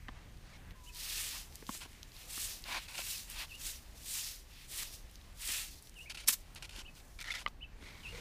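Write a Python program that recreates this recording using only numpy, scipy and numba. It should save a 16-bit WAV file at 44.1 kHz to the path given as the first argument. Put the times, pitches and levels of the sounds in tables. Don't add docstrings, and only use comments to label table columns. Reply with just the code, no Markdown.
import sys
import numpy as np
from scipy import signal
from scipy.fft import rfft, irfft
from scipy.io import wavfile
from scipy.ndimage import uniform_filter1d
from numba import njit

SR = 44100
rng = np.random.default_rng(int(sys.argv[2]) if len(sys.argv) > 2 else 0)


def unload_wav(signal):
    wavfile.write(
        sys.argv[1],
        SR,
        np.round(np.clip(np.atleast_2d(signal).T, -1, 1) * 32767).astype(np.int16),
    )


def gain_from_db(level_db):
    decades = np.asarray(level_db, float) / 20
    return 10 ** decades


N = 361664

# t/s after the start, pitch f/Hz, level/dB
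UP_AND_STEP = [
    [(0, 2500, -3), (.006, 2815, -3), (.017, 2973, 2), (.03, 3030, -9)],
    [(.031, 2577, 1), (.042, 2570, -0.5), (.056, 2560, -36), (.066, 2600, -29)],
]
DIP = [
    [(0, 3056, -8.5), (.036, 2517, 1), (.064, 2870, -3), (.093, 2810, -6.5)],
]
ARCH = [
    [(0, 2117, -15.5), (.006, 2247, -3.5), (.022, 2560, -4.5), (.04, 2155, -2.5)],
]


def level(x):
    return x / np.sqrt(np.mean(x ** 2))


def colour(x, points):
    hz, db = np.transpose(points)
    grid = np.maximum(np.arange(1025) * SR / 2048, 1)
    gain_db = np.interp(np.log(grid), np.log(hz), np.maximum(db, -60))
    cep = irfft(gain_db * np.log(10) / 20)
    cep[1:1024] *= 2
    cep[1025:] = 0
    return signal.fftconvolve(x, irfft(np.exp(rfft(cep))))[:N]


@njit
def svf(x, hz, width):
    y, b, l = np.empty(len(x)), 0., 0.
    for i in range(len(x)):
        g, k = np.tan(np.pi * hz[i] / SR), width / hz[i]
        v = (b + g * (x[i] - l)) / (1 + g * (g + k))
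        b, l, y[i] = 2 * v - b, l + 2 * g * v, k * v
    return y


def band(x, hz, width):
    return svf(x, np.zeros(len(x)) + hz, float(width))


def steep(x, hz, width):
    return band(band(x, hz, width), hz, width)


def walk(rate):
    hold = int(SR / rate)
    steps = np.repeat(rng.standard_normal(N // hold + 1), hold)[:N]
    return level(uniform_filter1d(steps, hold))


def grains(scatter_db, patchy_db, rate):
    hard = np.minimum(rng.exponential(size=N), 4)
    patch = 2 * np.tanh(walk(rate) / 2)
    return rng.standard_normal(N) * gain_from_db(scatter_db * hard + patchy_db * patch)


def played(tables, fade_s=.003):
    t = np.arange(N) / SR
    rows = np.concatenate(tables).T
    gate = sum(np.clip(np.minimum(t - r[0][0], r[-1][0] - t) / fade_s + .5, 0, 1) for r in tables)
    return [np.interp(t, rows[0], c) for c in rows[1:]], np.minimum(gate, 1)


def loudest(tables):
    t = np.arange(N) / SR
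    out = np.outer(np.r_[-120, tables[0][0][2:]], np.ones(N))
    for rows in tables:
        rows = np.transpose(rows)
        on = slice(int(rows[0, 0] * SR), int(rows[0, -1] * SR))
        now = np.array([np.interp(t[on], rows[0], c) for c in rows[1:]])
        out[:, on] = np.where(now[0] > out[0, on], now, out[:, on])
    return out


def add(out, s, sound):
    i = int(s * SR)
    out[i:i + len(sound)] += sound[:N - i]


def air():
    # t/s, level/dB
    breeze = [(0.0, -1.5), (0.5, 1.5), (0.72, 0), (0.9, -3), (1.3, 0), (1.5, 1.5), (2.4, 3), (5.4, -3),
              (5.5, -1.5), (6.9, 0), (7.15, -3.5), (7.68, 2), (8.2, 11.5)]
    corner_ends_s = .725
    # flutter, low hush, leaf hiss in dB; then how far each follows the breeze
    corner_db, open_yard_db = (-56, -64.5, -62), (-65, -65, -67.5)
    breeze_share = (0.6, 0.38, 1.27)
    (breeze_db,), _ = played([breeze])
    corner = np.arange(N) < corner_ends_s * SR
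    return [np.where(corner, a, b) + k * breeze_db for a, b, k in zip(corner_db, open_yard_db, breeze_share)]


def wind():
    # t/s, level/dB
    gusts = [(0.0, -53.5), (0.91, -53), (2.12, -58.5), (2.3, -54.5), (3.19, -58), (3.4, -52), (4.57, -58.5),
             (4.7, -54.5), (6.12, -54.5), (7.0, -54.5), (8.2, -52)]
    (rumble_db,), _ = played([gusts])
    rumble = level(steep(rng.standard_normal(N), 33, 38))
    flutter = level(steep(rng.standard_normal(N), 75, 70))
    return gain_from_db(rumble_db) * rumble + gain_from_db(air()[0]) * flutter


def yard():
    # f/Hz, level per Hz/dB
    hush_tone = [(76, -34), (130, -3), (224, -6.5), (349, -9), (444, -11), (664, -11.5), (1220, -13.5),
                 (1340, -15), (1930, -12), (14200, -27.5), (16000, -26)]
    _, low_db, leaf_db = air()
    hush = colour(rng.standard_normal(N), hush_tone)
    low, leaves = 0, 0
    for hz in 140 * 2 ** np.arange(0, 7, .5):
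        part = gain_from_db(3.15 * walk(9)) * band(hush, hz, hz / 2.0)
        share = np.clip(np.log2(hz / 700) / 2, 0, 1)
        low = low + (1 - share) * part
        leaves = leaves + share * part
    return gain_from_db(low_db + 0.5) * level(low) + gain_from_db(leaf_db - 1.5) * level(leaves)


def knocks():
    # t/s, peak level/dB, ring f/Hz, crack level/dB, thud level/dB
    blows = [(0.083, -34.5, 1550, -8, -19), (0.088, -37, 950, -12, -5), (1.624, -43.5, 814, -20, -2),
             (1.691, -28, 970, -12, -4.5), (1.748, -47, 1110, -9, -5), (1.857, -47, 704, -20, -3),
             (2.376, -38.5, 1350, -9, -6.5), (2.989, -38, 660, -11, -27), (5.49, -33.5, 1840, 3, -14.5),
             (6.289, -40, 890, -20, -5.5), (6.782, -51.5, 714, -20, 3), (7.475, -36.5, 1080, 2, -16.5),
             (7.824, -45.5, 1720, -11, -1)]
    # multiple of the ring f, level/dB
    modes = [(.5, 5.5), (1, 16), (1.7, 7)]
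    rattle_t60_s = 0.019
    out, t = np.zeros(N), np.arange(3000) / SR
    for (s, db, hz, crack_db, thud_db), noise in zip(blows, rng.standard_normal((len(blows), len(t)))):
        blow = 0.16 * noise * 1000. ** (-t / rattle_t60_s)
        blow[0] += 1
        ring = sum(gain_from_db(d) * steep(blow, m * hz, 0.58 * m * hz) / m for m, d in modes)
        crack = steep(steep(blow, 2760, 2200), 2920, 2700)
        thud = steep(blow, 272, 240)
        parts = ((0, ring), (crack_db, crack), (thud_db, thud))
        add(out, s + 0.00103, sum(gain_from_db(db + d) * p / np.abs(p).max() for d, p in parts))
    return out


def ticks():
    # t/s, peak level/dB, f/Hz, t60/s
    snaps = [(0.3726, -50, 4000, 0.006), (0.84, -50, 8220, 0.006), (0.9476, -41, 9400, 0.006),
             (1.525, -43, 4150, 0.006), (1.5556, -33, 7000, 0.009), (1.6671, -36.5, 4690, 0.0084),
             (1.7747, -37, 7950, 0.006), (1.9314, -46, 3470, 0.006), (2.0305, -31.5, 4260, 0.0069),
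             (2.1655, -40.5, 4440, 0.0088), (2.64, -32.5, 3970, 0.012), (2.885, -38, 3820, 0.006),
             (3.3, -33, 9860, 0.0058), (3.482, -52, 3000, 0.006), (5.156, -38, 4930, 0.008),
             (5.214, -48, 3740, 0.0077), (5.8247, -41, 9750, 0.006), (5.872, -41, 3710, 0.0098),
             (5.895, -42, 6991, 0.0064), (6.2635, -45, 3500, 0.0041), (6.2703, -44, 7000, 0.005),
             (6.2735, -43, 9000, 0.005), (6.3255, -27, 9000, 0.0066), (6.335, -25, 6000, 0.0065),
             (2.1191, -43, 4400, 0.008), (2.6229, -43, 8110, 0.006), (2.9726, -36, 2860, 0.011),
             (3.913, -56, 4870, 0.006), (4.0337, -43, 6900, 0.006), (4.9067, -51, 6512, 0.006),
             (5.1128, -51, 10000, 0.006), (5.1422, -49, 6519, 0.0054), (5.3657, -52, 3830, 0.006),
             (5.9424, -48, 6000, 0.006), (5.99, -49, 8000, 0.01), (6.03, -48, 5300, 0.008),
             (0.708, -43, 3000, 0.01), (6.2767, -18, 7060, 0.006), (6.2841, -11, 7000, 0.0049),
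             (6.2874, -12, 10000, 0.0079), (6.3048, -24, 9590, 0.0067), (6.5493, -41.5, 8940, 0.008),
             (6.696, -37.5, 3780, 0.0062), (6.763, -35, 3050, 0.0057), (7.204, -35, 5000, 0.006),
             (7.213, -38, 6000, 0.006), (7.226, -39, 7000, 0.006), (7.326, -36, 4500, 0.006),
             (7.351, -37, 4000, 0.006), (7.372, -35, 3500, 0.0065), (7.258, -41, 3000, 0.006),
             (7.274, -41, 5000, 0.006), (6.9525, -45.5, 5660, 0.006), (7.483, -42, 5460, 0.012)]
    edge_db = -9
    out, t = np.zeros(N), np.arange(900) / SR
    for (s, db, hz, t60), noise in zip(snaps, rng.standard_normal((len(snaps), len(t)))):
        snap = noise * 1000. ** (-t / max(t60, .002))
        ring = steep(snap, hz, 0.96 * hz)
        edge = steep(snap, 10900, 11000)
        add(out, s, gain_from_db(db) * (ring / np.abs(ring).max() + gain_from_db(edge_db) * edge / np.abs(edge).max()))
    return out


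def slips(rows, rise_db, sag_db, hollow_db):
    grip_s = .004
    tables = []
    for s, up, long, db, hz in rows:
        grit_db = np.interp(hz, [2100, 2700], [-17.5, -4.5])
        shape = ((-grip_s / 4, -40.5), (0, -rise_db), (up, 0), (long, -sag_db), (long + 2 * grip_s, -40.5))
        tables.append([(s + t, db + d, hollow_db, grit_db, hz) for t, d in shape])
    return tables


def sandals():
    # start t/s, build-up t/s, length t/s, level/dB, sole ring f/Hz
    steps = [(1.32, 0.021, .07, -54, 2780), (1.845, 0.01, 0.02, -54, 2800), (2.655, 0.07, 0.11, -44, 2350),
             (2.7, 0.05, 0.09, -40, 2310), (2.75, 0.037, 0.044, -43.5, 2500),
             (3.33, 0.078, 0.12, -52, 2640), (7.405, 0.01, 0.025, -51, 2860)]
    # start t/s, build-up t/s, length t/s,
    # level/dB, sole ring f/Hz
    drags = [(0.525, 0.037, 0.048, -56.5, 2120), (1.806, 0.015, 0.048, -48, 2860),
             (2.88, 0.0061, 0.07, -49.5, 2480), (2.93, 0.025, 0.042, -47, 2620),
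             (2.972, 0.011, 0.048, -40.5, 2760), (6.722, 0.088, .1, -50.5, 3000),
             (6.95, 0.026, 0.063, -61, 2700), (7.81, 0.05, 0.22, -55, 2200),
             (8.02, 0.06, 0.094, -54.5, 2600), (8.122, 0.053, 0.081, -51, 2250)]
    # start t/s, build-up t/s, length t/s, level/dB, sole ring f/Hz
    jerks = [(6.097, 0.013, 0.026, -43, 2800), (6.146, 0.0033, 0.017, -43.5, 2730),
             (6.172, 0.012, 0.074, -48.5, 2770), (6.558, 0.0045, 0.026, -47.5, 2630),
             (6.624, 0.0023, 0.014, -47, 2900), (6.641, 0.013, 0.02, -46.5, 2670),
             (6.693, .003, 0.01, -51, 2770), (6.708, .003, 0.012, -53, 2770),
             (6.79, .004, 0.028, -48, 3000), (7.189, 0.0033, 0.018, -46, 2180),
             (7.21, 0.0043, 0.021, -45, 2500), (7.242, 0.0018, 0.0057, -42, 2040),
             (7.251, 0.034, 0.061, -45, 1900), (7.304, .003, 0.016, -42, 2050),
             (7.317, 0.0073, 0.018, -43, 2560), (7.339, 0.0071, 0.052, -39.5, 2030),
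             (7.376, .008, 0.056, -48, 2900)]
    # f/Hz, level per Hz/dB
    grit_tone = [(1500, -21.5), (4000, -9), (6000, -2), (10000, -4.5), (15000, -19.5)]
    moves = slips(steps, rise_db=10, sag_db=5, hollow_db=0)
    moves += slips(drags, rise_db=7.5, sag_db=6, hollow_db=-6.5)
    moves += slips(jerks, rise_db=1, sag_db=8, hollow_db=-11.5)
    db, hollow_db, grit_db, sole_hz = loudest(moves)
    rub = grains(scatter_db=2.0, patchy_db=2.2, rate=140)
    light = np.clip((sole_hz - 2300) / 400, 0, 1)
    ring = (1 - light) * level(steep(rub, sole_hz, 740)) + light * level(steep(rub, sole_hz, 1600))
    sole = ring + level(steep(rub, 1.46 * sole_hz, 3690)) + 0.41 * level(steep(rub, 1430, 430))
    hollow = level(steep(rub, 1036, 680)) + 0.29 * level(steep(rub, 730, 600))
    hollow = hollow + 0.18 * level(steep(rub, 300, 250))
    grit = level(colour(rub, grit_tone))
    return gain_from_db(db - 2) * (sole + gain_from_db(hollow_db) * hollow + gain_from_db(grit_db) * grit)


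def whistle(tables, waver_db, rough):
    (hz, db), gate = played(tables, fade_s=0.0037)
    hz = hz * (1 + .012 * walk(300))
    tone = np.sqrt(2) * np.sin(2 * np.pi * np.cumsum(hz) / SR)
    breath = level(steep(rng.standard_normal(N), hz, 0.14 * hz.mean()))
    return gate * gain_from_db(db + waver_db * 2 * np.tanh(walk(140) / 2)) * (tone + rough * breath)


def cock():
    # t/s, pitch f/Hz, level/dB
    crow = [(0.75, 1032, -72), (0.786, 1040, -70), (0.836, 982, -68), (0.984, 977.9, -73),
            (0.992, 1047, -76), (1.01, 1045, -79)]
    return whistle([crow], waver_db=3.5, rough=0.22)


def contacts(rows, rise_db, sag_db, land_db_s, leave_db_s, press_db):
    fade_db = 80
    return [[(touch - fade_db / land_db_s, db - rise_db - fade_db, w - press_db),
             (touch, db - rise_db, w - press_db),
             (top, db, w),
             (lift, db - sag_db, w + press_db),
             (lift + fade_db / leave_db_s, db - sag_db - fade_db, w + press_db)]
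            for touch, top, lift, db, w in rows]


def broom(tables, straw, bunch_db, scatter_db, patchy_db):
    # f/Hz, level per Hz/dB
    earth = [(290, -41.5), (500, -23.5), (1170, -10), (1410, -10.5), (1780, -4.5), (2290, -3), (2630, 0),
             (4000, -4.5), (5200, -9.5), (8800, -120)]
    hiss_db, weight_db = loudest(tables)
    tips = level(colour(grains(scatter_db, patchy_db, rate=140), straw))
    bunch_hz = 6000 * 2 ** (0.5 * np.tanh(walk(14)))
    bunch = gain_from_db(2.0 * walk(30)) * level(band(tips, bunch_hz, 2600))
    scrape = level(colour(grains(scatter_db, patchy_db, rate=60), earth))
    return gain_from_db(hiss_db - 1.5) * (tips + gain_from_db(bunch_db) * bunch + gain_from_db(weight_db + 1.0) * scrape)


def sweeping():
    # touch t/s, fastest t/s, lift t/s, straw hiss level/dB, weight on the earth level/dB
    strokes = [
        (0.97, 1.18, 1.378, -40, -5.5),
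        (1.69, 1.75, 1.775, -45.5, -6.5),
        (2.3, 2.42, 2.531, -40, -7),
        (2.97, 3.11, 3.2, -40.5, -8.5),
        (3.61, 3.67, 3.72, -40.5, -8),
        (4.06, 4.17, 4.31, -39.5, -9),
        (4.71, 4.8, 4.85, -41, -5.5),
        (4.9, 4.94, 4.965, -49, -9),
        (5.42, 5.53, 5.62, -37.5, -4.5),
    ]
    # touch t/s, fastest t/s,
    # lift t/s, straw hiss level/dB, weight level/dB
    brushes = [(0.76, 3.0, 6.9, -65, -1), (0.838, 0.893, 0.91, -59.5, -8), (1.51, 1.55, 1.737, -60, -4.5),
               (1.87, 1.922, 1.95, -62.5, -14), (2.14, 2.22, 2.32, -55, -2), (2.67, 2.74, 2.8, -50, 6),
               (2.8, 2.82, 2.87, -55, 2.5), (6.9, 7.0, 7.5, -66, -12), (6.96, 6.98, 7.02, -59, -10),
               (2.39, 2.42, 2.44, -39.5, -12), (1.39, 1.4, 1.39, -48.5, -3),
               (4.815, 4.834, 4.83, -39, -1.5), (2.87, 2.89, 3.7, -57, -16),
               (3.289, 3.31, 3.4, -49.5, -1.5), (3.36, 3.42, 3.44, -47.5, 3.5),
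               (3.496, 3.56, 3.45, -55.5, -7), (3.958, 4.033, 4.12, -55, -7.5), (4.493, 4.62, 4.71, -60, 2),
               (5.12, 5.154, 5.2, -65, -1), (5.68, 5.72, 5.79, -54.5, -11), (5.81, 5.87, 5.9, -60.5, -15),
               (5.96, 6.026, 6.08, -61.5, -14)]
    # f/Hz, level per Hz/dB
    straw_tone = [(2060, -26), (3500, -4.5), (5640, -3.5), (6490, -5), (11600, -5), (14600, -7.5),
                  (15700, -6), (16000, -47.5)]
    moves = contacts(strokes, rise_db=8, sag_db=7, land_db_s=335, leave_db_s=148, press_db=0.5)
    moves += contacts(brushes, rise_db=5, sag_db=6.5, land_db_s=402, leave_db_s=349, press_db=1.5)
    return broom(moves, straw_tone, bunch_db=-9, scatter_db=2.5, patchy_db=1.16)


def bird():
    # (start t/s, level/dB)
    song = [(UP_AND_STEP, [(0.862, -55), (3.119, -54), (6.848, -52.5), (7.609, -52.5)]),
            (DIP, [(3.49, -52.5), (5.955, -53), (8.032, -51)]), (ARCH, [(6.055, -53.5)])]
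    rows = [(s, db, call) for call, times in song for s, db in times]
    notes = []
    for (s, db, call), u in zip(rows, rng.standard_normal(len(rows))):
        for note in call:
            notes.append([(s + t, hz * (1 + .006 * u), db + d) for t, hz, d in note])
    return whistle(sorted(notes), waver_db=3.0, rough=0.35)


def dropped_broom():
    # touch t/s, hardest t/s, lift t/s, straw level/dB, bundle level/dB
    bounces = [
        (6.279, 6.285, 6.29, -22.5, -10.5),
        (6.29, 6.296, 6.31, -31.5, -15),
        (6.308, 6.314, 6.326, -36, -26),
        (6.324, 6.332, 6.342, -33.5, -26),
        (6.342, 6.346, 6.352, -41, -26),
        (6.36, 6.375, 6.42, -62, -23),
    ]
    # f/Hz, level per Hz/dB
    loose_tone = [(590, -47.5), (1000, -14.5), (1610, -13.5), (2150, -10.5), (4960, -3), (12400, -3.5),
                  (15300, -8), (16000, -30)]
    moves = contacts(bounces, rise_db=5, sag_db=2, land_db_s=2999, leave_db_s=1095, press_db=3.5)
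    return broom(moves, loose_tone, bunch_db=-21, scatter_db=3.0, patchy_db=2.0)


def squeaks():
    # start t/s, length t/s, pitch f/Hz, level/dB
    chirps = [
        (7.304, 0.0087, 2100, -35.5),
        (7.317, 0.012, 3460, -44),
        (7.35, .007, 3330, -46),
    ]
    tables = [[(s, hz, db - 1), (s + long / 2, hz, db), (s + long, hz, db - 5)] for s, long, hz, db in chirps]
    return whistle(tables, waver_db=3.5, rough=0.26)


def clack():
    # f/Hz, level/dB, t60/s
    modes = [(740, -9, 0.011), (1210, 2, 0.029), (1550, -1, 0.011), (2050, 7, 0.012), (2960, 3, 0.011),
             (3920, -1, .004)]
    slap_s, slap_db, edge_db = 7.4622, -18.5, -16
    out, t = np.zeros(N), np.arange(2000) / SR
    ring = -sum(gain_from_db(d) * np.sin(2 * np.pi * hz * t) * 1000. ** (-t / min(t60, .03)) for hz, d, t60 in modes)
    ring = ring * (1 - np.exp(-t / .0003))
    edge = steep(1. * (t == 0), 2000, 3500)
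    slap = ring / np.abs(ring).max() - gain_from_db(edge_db) * edge / np.abs(edge).max()
    add(out, slap_s, gain_from_db(slap_db) * slap)
    return out


def basin():
    # t/s, peak level/dB
    taps = [
        (8.128, -44.5),
        (8.145, -41),
        (8.183, -42.5),
    ]
    # f/Hz, level/dB, t60/s
    modes = [(190, 5, 0.065), (488, 8, 0.095), (634, -9, 0.045), (860, -7, 0.034)]
    out, t = np.zeros(N), np.arange(4000) / SR
    ring = sum(gain_from_db(d) * np.sin(2 * np.pi * hz * t) * 1000. ** (-t / t60) for hz, d, t60 in modes)
    for s, db in taps:
        add(out, s, gain_from_db(db) * ring / np.abs(ring).max())
    return out


def outdoors(x):
    wall_echo_s, wall_db, yard_t60_s, yard_db = .009, -17.5, 0.25, -21.5
    t = np.arange(int(.4 * SR)) / SR
    tail = rng.standard_normal(len(t)) * 1000. ** (-t / yard_t60_s)
    tail = gain_from_db(yard_db) * tail / np.sqrt(np.sum(tail ** 2))
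    add(tail, wall_echo_s, gain_from_db(wall_db) * np.ones(1))
    return signal.fftconvolve(x, tail)[:N]


def scene():
    near = knocks() + ticks() + sandals() + sweeping() + dropped_broom() + squeaks() + basin()
    far = cock() + bird()
    echoes = outdoors(near + 3.3 * far)
    mono = wind() + yard() + near + far + clack() + echoes
    return np.array([mono, mono])


def top_cut(x):
    return signal.sosfilt(signal.butter(12, 16360, fs=SR, output="sos"), x)


def record(dry):
    top_hz = 15230
    low_pass = signal.ellip(6, .3, 32, top_hz, fs=SR, output="sos")
    mix = signal.sosfilt(low_pass, dry)
    return top_cut(mix)


dry = scene()
out = record(dry)
unload_wav(out)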